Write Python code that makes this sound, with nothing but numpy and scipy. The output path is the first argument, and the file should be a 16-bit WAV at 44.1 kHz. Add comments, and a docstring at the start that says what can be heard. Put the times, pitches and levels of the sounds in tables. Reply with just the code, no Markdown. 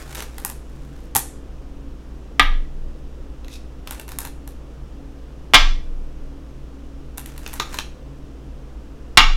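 """A small, quiet room: three playing stones are slapped onto a wooden board. Each blow rings the
board's modes, overloads the close microphone and sets the table wobbling. Between moves fingers stir
the stones in their bowl, where they tick, rattle and rub against each other. A ventilator hums faintly."""
import sys
import numpy as np
from scipy import signal
from scipy.fft import rfft, irfft
from scipy.io import wavfile

SR = 44100
rng = np.random.default_rng(int(sys.argv[2]) if len(sys.argv) > 2 else 0)


def persist_wave(psi):
    """Save psi, clipped to +-1, as 16-bit WAV."""
    counts = np.round(np.clip(psi, -1, 1) * 32767).astype(np.int16)
    wavfile.write(sys.argv[1], SR, np.atleast_2d(counts).T)


N = 412776
TIME = np.arange(N) / SR
RING_TIME, BRIEF_TIME = TIME[:SR // 2], TIME[:4096]

# clearest collisions in the bowl (time [s], tick level [dB], clack level [dB])
COLLISIONS = [(0.1486, -20.5, -39), (0.154, -22, -32.5), (0.2043, -23.5, -32), (0.2229, -23, -32.5),
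              (0.382, -21.5, -37), (0.4488, -7.5, -31.5), (0.4992, -18.5, -38.5), (1.1506, -4.5, -25),
              (1.1583, -4.5, -22.5), (1.1644, 1, -25.5), (3.4458, -45, -42.5), (3.4815, -39, -39.5),
              (3.8736, -25.5, -30), (3.909, -17.5, -31), (3.9971, -23, -32.5), (4.0795, -30, -38.5),
              (4.0901, -24.5, -41), (4.118, -25.5, -36.5), (4.1867, -9, -30), (4.2506, -19, -32.5),
              (4.2724, -25.5, -41), (4.476, -27, -41.5), (7.1747, -24, -42), (7.1802, -14.5, -31.5),
              (7.2599, -25.5, -40), (7.3785, -26, -40), (7.4629, -36, -28), (7.4768, -26, -44),
              (7.5314, -24, -37), (7.538, -17, -43), (7.5985, -19, -15.5), (7.7422, -21, -29),
              (7.7869, -21, -18.5)]
# bright tick of a stone (frequency [Hz], relative density [dB])
TICK_SPECTRUM = [(1500, -18), (4000, -19), (7000, -6), (11000, -2), (13500, -3), (16000, -15)]


def wood_blows(ring_db=-9, crack_db=-2, tick_db=-18, node_share=0.2, detune=0.0031):
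    """Each blow rings the wood's modes, weighted by their shape at the struck spot; the stone ticks."""
    # blows and rebounds on the board; at 7.6 s, a dull wooden knock of stones against their bowl
    # (time [s], force [dB], contact cut-off [Hz], struck spot [0-1])
    strikes = [(2.3954, -0.5, 3750, 0.92), (2.4247, -15, 2726, .926), (5.5362, -2.5, 4145, .324),
               (5.5424, 4.5, 6160, 0.33), (5.552, 1.5, 4250, .324), (7.5996, -14.5, 1570, 0.34),
               (9.1726, 6, 6200, .42), (9.178, -1.5, 4200, 0.43), (9.2039, -7, 3300, 0.46)]
    # board modes (frequency [Hz], level [dB])
    board_modes = [(280, -15), (355, -16.5), (630, -28), (740, -12), (772, -9.5), (872, -6), (980, -4.5),
                   (1060, -6), (1209, 5.5), (1325, -1), (1594, -2.5), (1668, -9), (1953, 3), (2142, 1),
                   (2214, -3), (2347, 2.5), (2480, -11.5), (2620, -10), (2806, 2), (3130, -1), (3279, -9),
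                   (3434, 3), (3744, -3.5), (3995, -2.5), (4869, -7.5), (5330, -6.5)]
    # dense, fast-dying board modes (frequency [Hz], relative density [dB])
    crack_spectrum = [(100, -20.5), (300, -14.5), (660, -12.5), (820, -0.5), (1300, -1), (3600, 4.5),
                      (4600, 1.5), (7000, -2), (16000, -31)]
    out = np.zeros(N)
    hz, mode_db = np.transpose(board_modes)
    t60_s = 0.074 * (hz / 1000) ** -0.18
    for start_s, force_db, contact_hz, spot in strikes:
        loaded_hz = hz * (1 + detune * rng.standard_normal(len(hz)))   # stone and fingers load the wood
        modes = np.sin(2 * np.pi * loaded_hz[:, None] * RING_TIME) * decay(t60_s[:, None])
        shape = np.cos(spot * np.sqrt(hz))   # bending waves: wavenumber ~ root of frequency
        weights = from_db(mode_db + ring_db) * (shape + node_share * np.sign(shape))
        wood = weights @ modes + from_db(crack_db) * burst(crack_spectrum, t60_s=0.049)
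        contact = signal.butter(4, contact_hz, fs=SR, output="sos")   # longer contact, duller blow
        add(out, start_s, from_db(force_db) * signal.sosfilt(contact, wood))
        add(out, start_s, from_db(force_db + tick_db) * snap(TICK_SPECTRUM, t60_s=0.011))
    return out


def table_wobble():
    """The hand's weight sways the table; the two lowest modes beat."""
    # hand landings (time [s], level [dB])
    presses = [(2.403, -8.5), (5.541, -6), (9.174, -6.5)]
    # sway modes (frequency [Hz], level [dB], t60 [s])
    sway_modes = [(21.13, -3.3, 1.9), (24.53, -.8, 1.05), (76, -18.5, .42)]
    t = TIME[:2 * SR]
    sway = sum((-1) ** k * from_db(db) * np.sin(2 * np.pi * hz * t) * decay(t60_s, t)
               for k, (hz, db, t60_s) in enumerate(sway_modes))
    out = np.zeros(N)
    for start_s, db in presses:
        add(out, start_s, from_db(db) * sway)
    return out


def table_thuds():
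    """Soft, heavy contacts thud through the table top."""
    # bumps of bowl and hand (time [s], level [dB])
    bumps = [(1.151, -16.5), (2.398, -24), (5.539, -15), (9.176, -17)]
    # thud and hollow note of the top (frequency [Hz], relative density [dB])
    thud_spectrum = [(50, -24), (85, 3.5), (140, 0), (200, -4.5), (400, -21.5), (660, -20), (800, 6.5),
                     (930, 1.5), (1150, -22), (2500, -59.5)]
    out = np.zeros(N)
    for start_s, db in bumps:
        add(out, start_s, from_db(db) * burst(thud_spectrum, t60_s=0.096, rise_s=0.0033))
    return out


def clinks(tick_gain_db=-1, clack_gain_db=6, knock_gain_db=-4, spread_db=3, detune=0.06):
    """Stone on stone ticks and clacks; the bowl's hollow knock grows with both."""
    # bowl modes (frequency [Hz], level [dB], t60 [s])
    bowl_modes = [(370, -18, .04), (640, -16.5, 0.025), (808, -7.5, 0.035), (860, -8, 0.063),
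                  (926, -5.5, 0.035), (1180, -7.5, .025), (1400, -11, 0.026), (1830, -6, .02)]
    # woody clack (frequency [Hz], relative density [dB])
    clack_spectrum = [(400, -3), (950, -13), (1400, 2), (1900, -7.5), (2600, 3), (3100, -3.5), (3800, 1.5),
                      (4800, -8), (6200, -4.5), (10000, -27.5)]
    out = np.zeros(N)
    hz, mode_db, t60_s = np.transpose(bowl_modes)
    signs = (-1) ** np.arange(len(hz))
    fades = decay(t60_s[:, None], BRIEF_TIME)
    for start_s, tick_db, clack_db in list(COLLISIONS) + rattles() + jostles():
        loaded_hz = hz * (1 + detune * rng.standard_normal(len(hz)))   # shifting heap retunes the bowl
        modes = np.sin(2 * np.pi * loaded_hz[:, None] * BRIEF_TIME) * fades
        weights = signs * from_db(mode_db + spread_db * rng.standard_normal(len(hz)))
        tick = from_db(tick_db + tick_gain_db) * snap(TICK_SPECTRUM, t60_s=0.0087)
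        clack = from_db(clack_db + clack_gain_db) * burst(clack_spectrum, t60_s=0.016, t=BRIEF_TIME)
        knock = from_db((tick_db + clack_db) / 2 + knock_gain_db) * weights @ modes
        add(out, start_s, tick + clack + knock)
    return out


def rattles(touches=3, mean_gap_s=0.012, first_drop_db=12, loss_db=4):
    """After a collision the neighbours touch unevenly, ever more softly; rows as in COLLISIONS."""
    rows = []
    drops_db = first_drop_db + loss_db * np.arange(touches)
    for start_s, tick_db, clack_db in COLLISIONS:
        gaps_s = mean_gap_s * (0.5 + rng.random(touches))
        rows += zip(start_s + np.cumsum(gaps_s), tick_db - drops_db, clack_db - drops_db)
    return rows


def jostles(peak_rate_per_s=30, over_sliding_db=7, clack_rel_db=-9):
    """Small random collisions, denser and harder in a brisk stir; rows as in COLLISIONS."""
    speed = stirring()
    chance = peak_rate_per_s / SR * np.sqrt(speed / speed.max())
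    hits = np.flatnonzero(rng.random(N) < chance)
    tick_db = 20 * np.log10(speed[hits]) + over_sliding_db
    return list(zip(hits / SR, tick_db, tick_db + clack_rel_db))


def stirring(fade_s=0.035):
    """Speed of the stirred heap, as a gain; each stir fades in and out."""
    # sliding, one curve per stir (time [s], level [dB])
    stirs = [
        [(0, -36), (.06, -48), (.19, -38), (.3, -52.5), (.5, -47.5), (.58, -57), (.73, -54.5), (1.08, -55.5)],
        [(3.85, -57), (3.95, -42), (4.05, -61), (4.12, -46), (4.18, -53), (4.23, -42), (4.31, -56)],
        [(7.16, -58.5), (7.29, -50), (7.34, -53), (7.55, -45), (7.69, -51.5), (7.74, -36), (7.8, -44),
         (7.87, -56)],
    ]
    speed = np.zeros(N)
    for stir in stirs:
        times_s, db = np.transpose(stir)
        inside_s = np.minimum(TIME - times_s[0], times_s[-1] - TIME)
        gate = np.clip(1 + inside_s / fade_s, 0, 1)
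        speed += gate * from_db(np.interp(TIME, times_s, db))
    return speed


def rubbing(stick_db=-57):
    """Sliding stones hiss and catch; under a light touch they stick."""
    # sliding noise (frequency [Hz], relative density [dB])
    rub_spectrum = [(400, 4), (850, 1), (1500, 4.5), (4000, -5.5), (7000, -4), (11000, -10), (16000, -16.5)]
    speed = np.sqrt(np.maximum(stirring() ** 2 - from_db(stick_db) ** 2, 0))
    hiss = speed * coloured(rng.standard_normal(N), rub_spectrum)
    return (hiss + drawn_stone()) * stick_slip()


def drawn_stone(start_s=3.495, length_s=0.091, gain_db=-50.5):
    """One stone is drawn over the others: friction noise swells and fades in its resonances."""
    # stone resonances (frequency [Hz], width [Hz], level [dB])
    resonances = [(2520, 320, -1), (3660, 450, 0), (5000, 4000, 2.5), (9900, 6100, -4)]
    out = np.zeros(N)
    swell = np.sqrt(np.hanning(int(length_s * SR)))
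    for hz, width_hz, db in resonances:
        friction = resonant_noise(hz, width_hz, SR)[:len(swell)]
        add(out, start_s, from_db(gain_db + db) * swell * friction)
    return out


def stick_slip(slips_per_s=173, slip_t60_s=0.0084, spread_db=3.5):
    """Friction catches in tiny, uneven slips on top of a steady drag; a gain of rms 1."""
    onsets = rng.random(N) < slips_per_s / SR
    sizes = from_db(spread_db * np.minimum(rng.exponential(1, N), 3))
    grip = signal.lfilter([1], [1, -decay(slip_t60_s, 1 / SR)], onsets * sizes + 1e-18)
    return unit_rms(1 + unit_rms(grip))


def room(x, wet_db=-8.5, first_wall_s=0.0042, build_s=0.002, early_db=-3, early_t60_s=0.18):
    """Reflections start at the nearest wall, strongest at first; the top treble dies soonest."""
    # reverberation (frequency [Hz], t60 [s])
    reverb_times = [(200, .35), (1000, .35), (4000, .38), (7000, 0.41), (11000, 0.31), (16000, 0.092)]
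    hz = np.fft.rfftfreq(len(RING_TIME), 1 / SR)
    white = rfft(rng.standard_normal(len(RING_TIME)))
    edges_hz = np.linspace(0, SR / 2, 40)
    tail = np.zeros(len(RING_TIME))
    for low, high in zip(edges_hz, edges_hz[1:]):
        band = irfft(white * ((hz >= low) & (hz < high)), len(tail))
        tail += band * decay(at_hz(reverb_times, (low + high) / 2))
    tail *= np.clip((RING_TIME - first_wall_s) / build_s, 0, 1)
    tail *= 1 + from_db(early_db) * decay(early_t60_s)
    return x + from_db(wet_db) * signal.fftconvolve(x, tail / np.linalg.norm(tail))[:N]


def ventilator(air_db=-53, rumble_db=-37):
    """Steady air noise, motor hum and narrow duct rumbles."""
    # faint hiss of the air (frequency [Hz], relative density [dB])
    air_spectrum = [(290, -26.5), (500, -2), (613, -10), (668, -7.5), (893, -10), (1190, -10.5),
                    (2190, -20), (2850, -18), (4280, -25), (5630, -24), (16000, -43)]
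    # low rumble of the air (frequency [Hz], relative density [dB])
    rumble_spectrum = [(22, -3.5), (40, -3.5), (70, -18), (95, -30.5), (125, -23), (200, -20.5),
                       (330, -22.5), (520, -26), (1500, -65.5)]
    # motor hum (frequency [Hz], rms level [dB])
    hum_tones = [(59.2, -39), (118.4, -55.5), (236.9, -59), (317.6, -56), (489.9, -69)]
    # duct resonances (frequency [Hz], width [Hz], rms level [dB])
    duct_modes = [(52.3, 2.8, -49.5), (138.4, 9.3, -49), (276.4, 4, -50.5)]
    out = from_db(air_db) * coloured(rng.standard_normal(N), air_spectrum)
    out += from_db(rumble_db) * coloured(rng.standard_normal(N), rumble_spectrum)
    for hz, db in hum_tones:
        out += from_db(db) * np.sqrt(2) * np.sin(2 * np.pi * (hz * TIME + rng.random()))
    for hz, width_hz, db in duct_modes:
        out += from_db(db) * resonant_noise(hz, width_hz, N)
    return out


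def burst(spectrum, t60_s, rise_s=0.00036, t=RING_TIME):
    """Many close modes struck at once: noise that swells quickly and dies."""
    return coloured(rng.standard_normal(len(t)), spectrum) * decay(t60_s, t) * (1 - np.exp(-t / rise_s))


def snap(spectrum, t60_s):
    """Hard contact, too brief to have a pitch: a burst with its spectrum evened out."""
    rough = burst(spectrum, t60_s, t=BRIEF_TIME)
    flat = irfft(np.exp(1j * np.angle(rfft(rough))))
    even = coloured(flat, spectrum) * decay(10 * t60_s, BRIEF_TIME)
    return even * np.linalg.norm(rough) / np.linalg.norm(even)


def resonant_noise(hz, width_hz, samples):
    """White noise passed twice through a resonator; rms 1."""
    peak = signal.iirpeak(hz, hz / width_hz, fs=SR)
    once = signal.lfilter(*peak, rng.standard_normal(samples))
    return unit_rms(signal.lfilter(*peak, once))


def coloured(x, spectrum):
    """Shape x by a spectrum; rms 1."""
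    hz = np.fft.rfftfreq(len(x), 1 / SR)
    return unit_rms(irfft(rfft(x) * from_db(at_hz(spectrum, hz)), len(x)))


def at_hz(points, hz):
    """Read a table on a log-frequency axis."""
    known_hz, values = np.transpose(points)
    return np.interp(np.log(np.maximum(hz, 1)), np.log(known_hz), values)


def decay(t60_s, t=RING_TIME):
    """Exponential fall, 60 dB in t60_s."""
    return np.exp(-np.log(1000) * t / t60_s)


def from_db(db):
    """Decibels to gain."""
    return 10 ** (np.asarray(db) / 20)


def unit_rms(x):
    """Scale to rms 1."""
    return x / np.sqrt(np.mean(x ** 2) + 1e-20)


def add(out, start_s, sound):
    """Mix a sound in at start_s."""
    start = round(start_s * SR)
    out[start:start + len(sound)] += sound[:N - start]


def scene():
    """Board and bowl with room reflections; table and ventilator direct. Mono."""
    blows = room(wood_blows())
    bowl = room(rubbing() + clinks())
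    return (blows + bowl + table_thuds() + table_wobble() + ventilator())[None]


def record(dry):
    """The blows clip the input; a steep low-pass cuts the top."""
    cutoff_hz = 16000
    low_pass = signal.ellip(10, 0.1, 70, cutoff_hz, fs=SR, output="sos")
    return signal.sosfilt(low_pass, np.clip(dry, -1, 1))


dry = scene()
out = record(dry)
persist_wave(out)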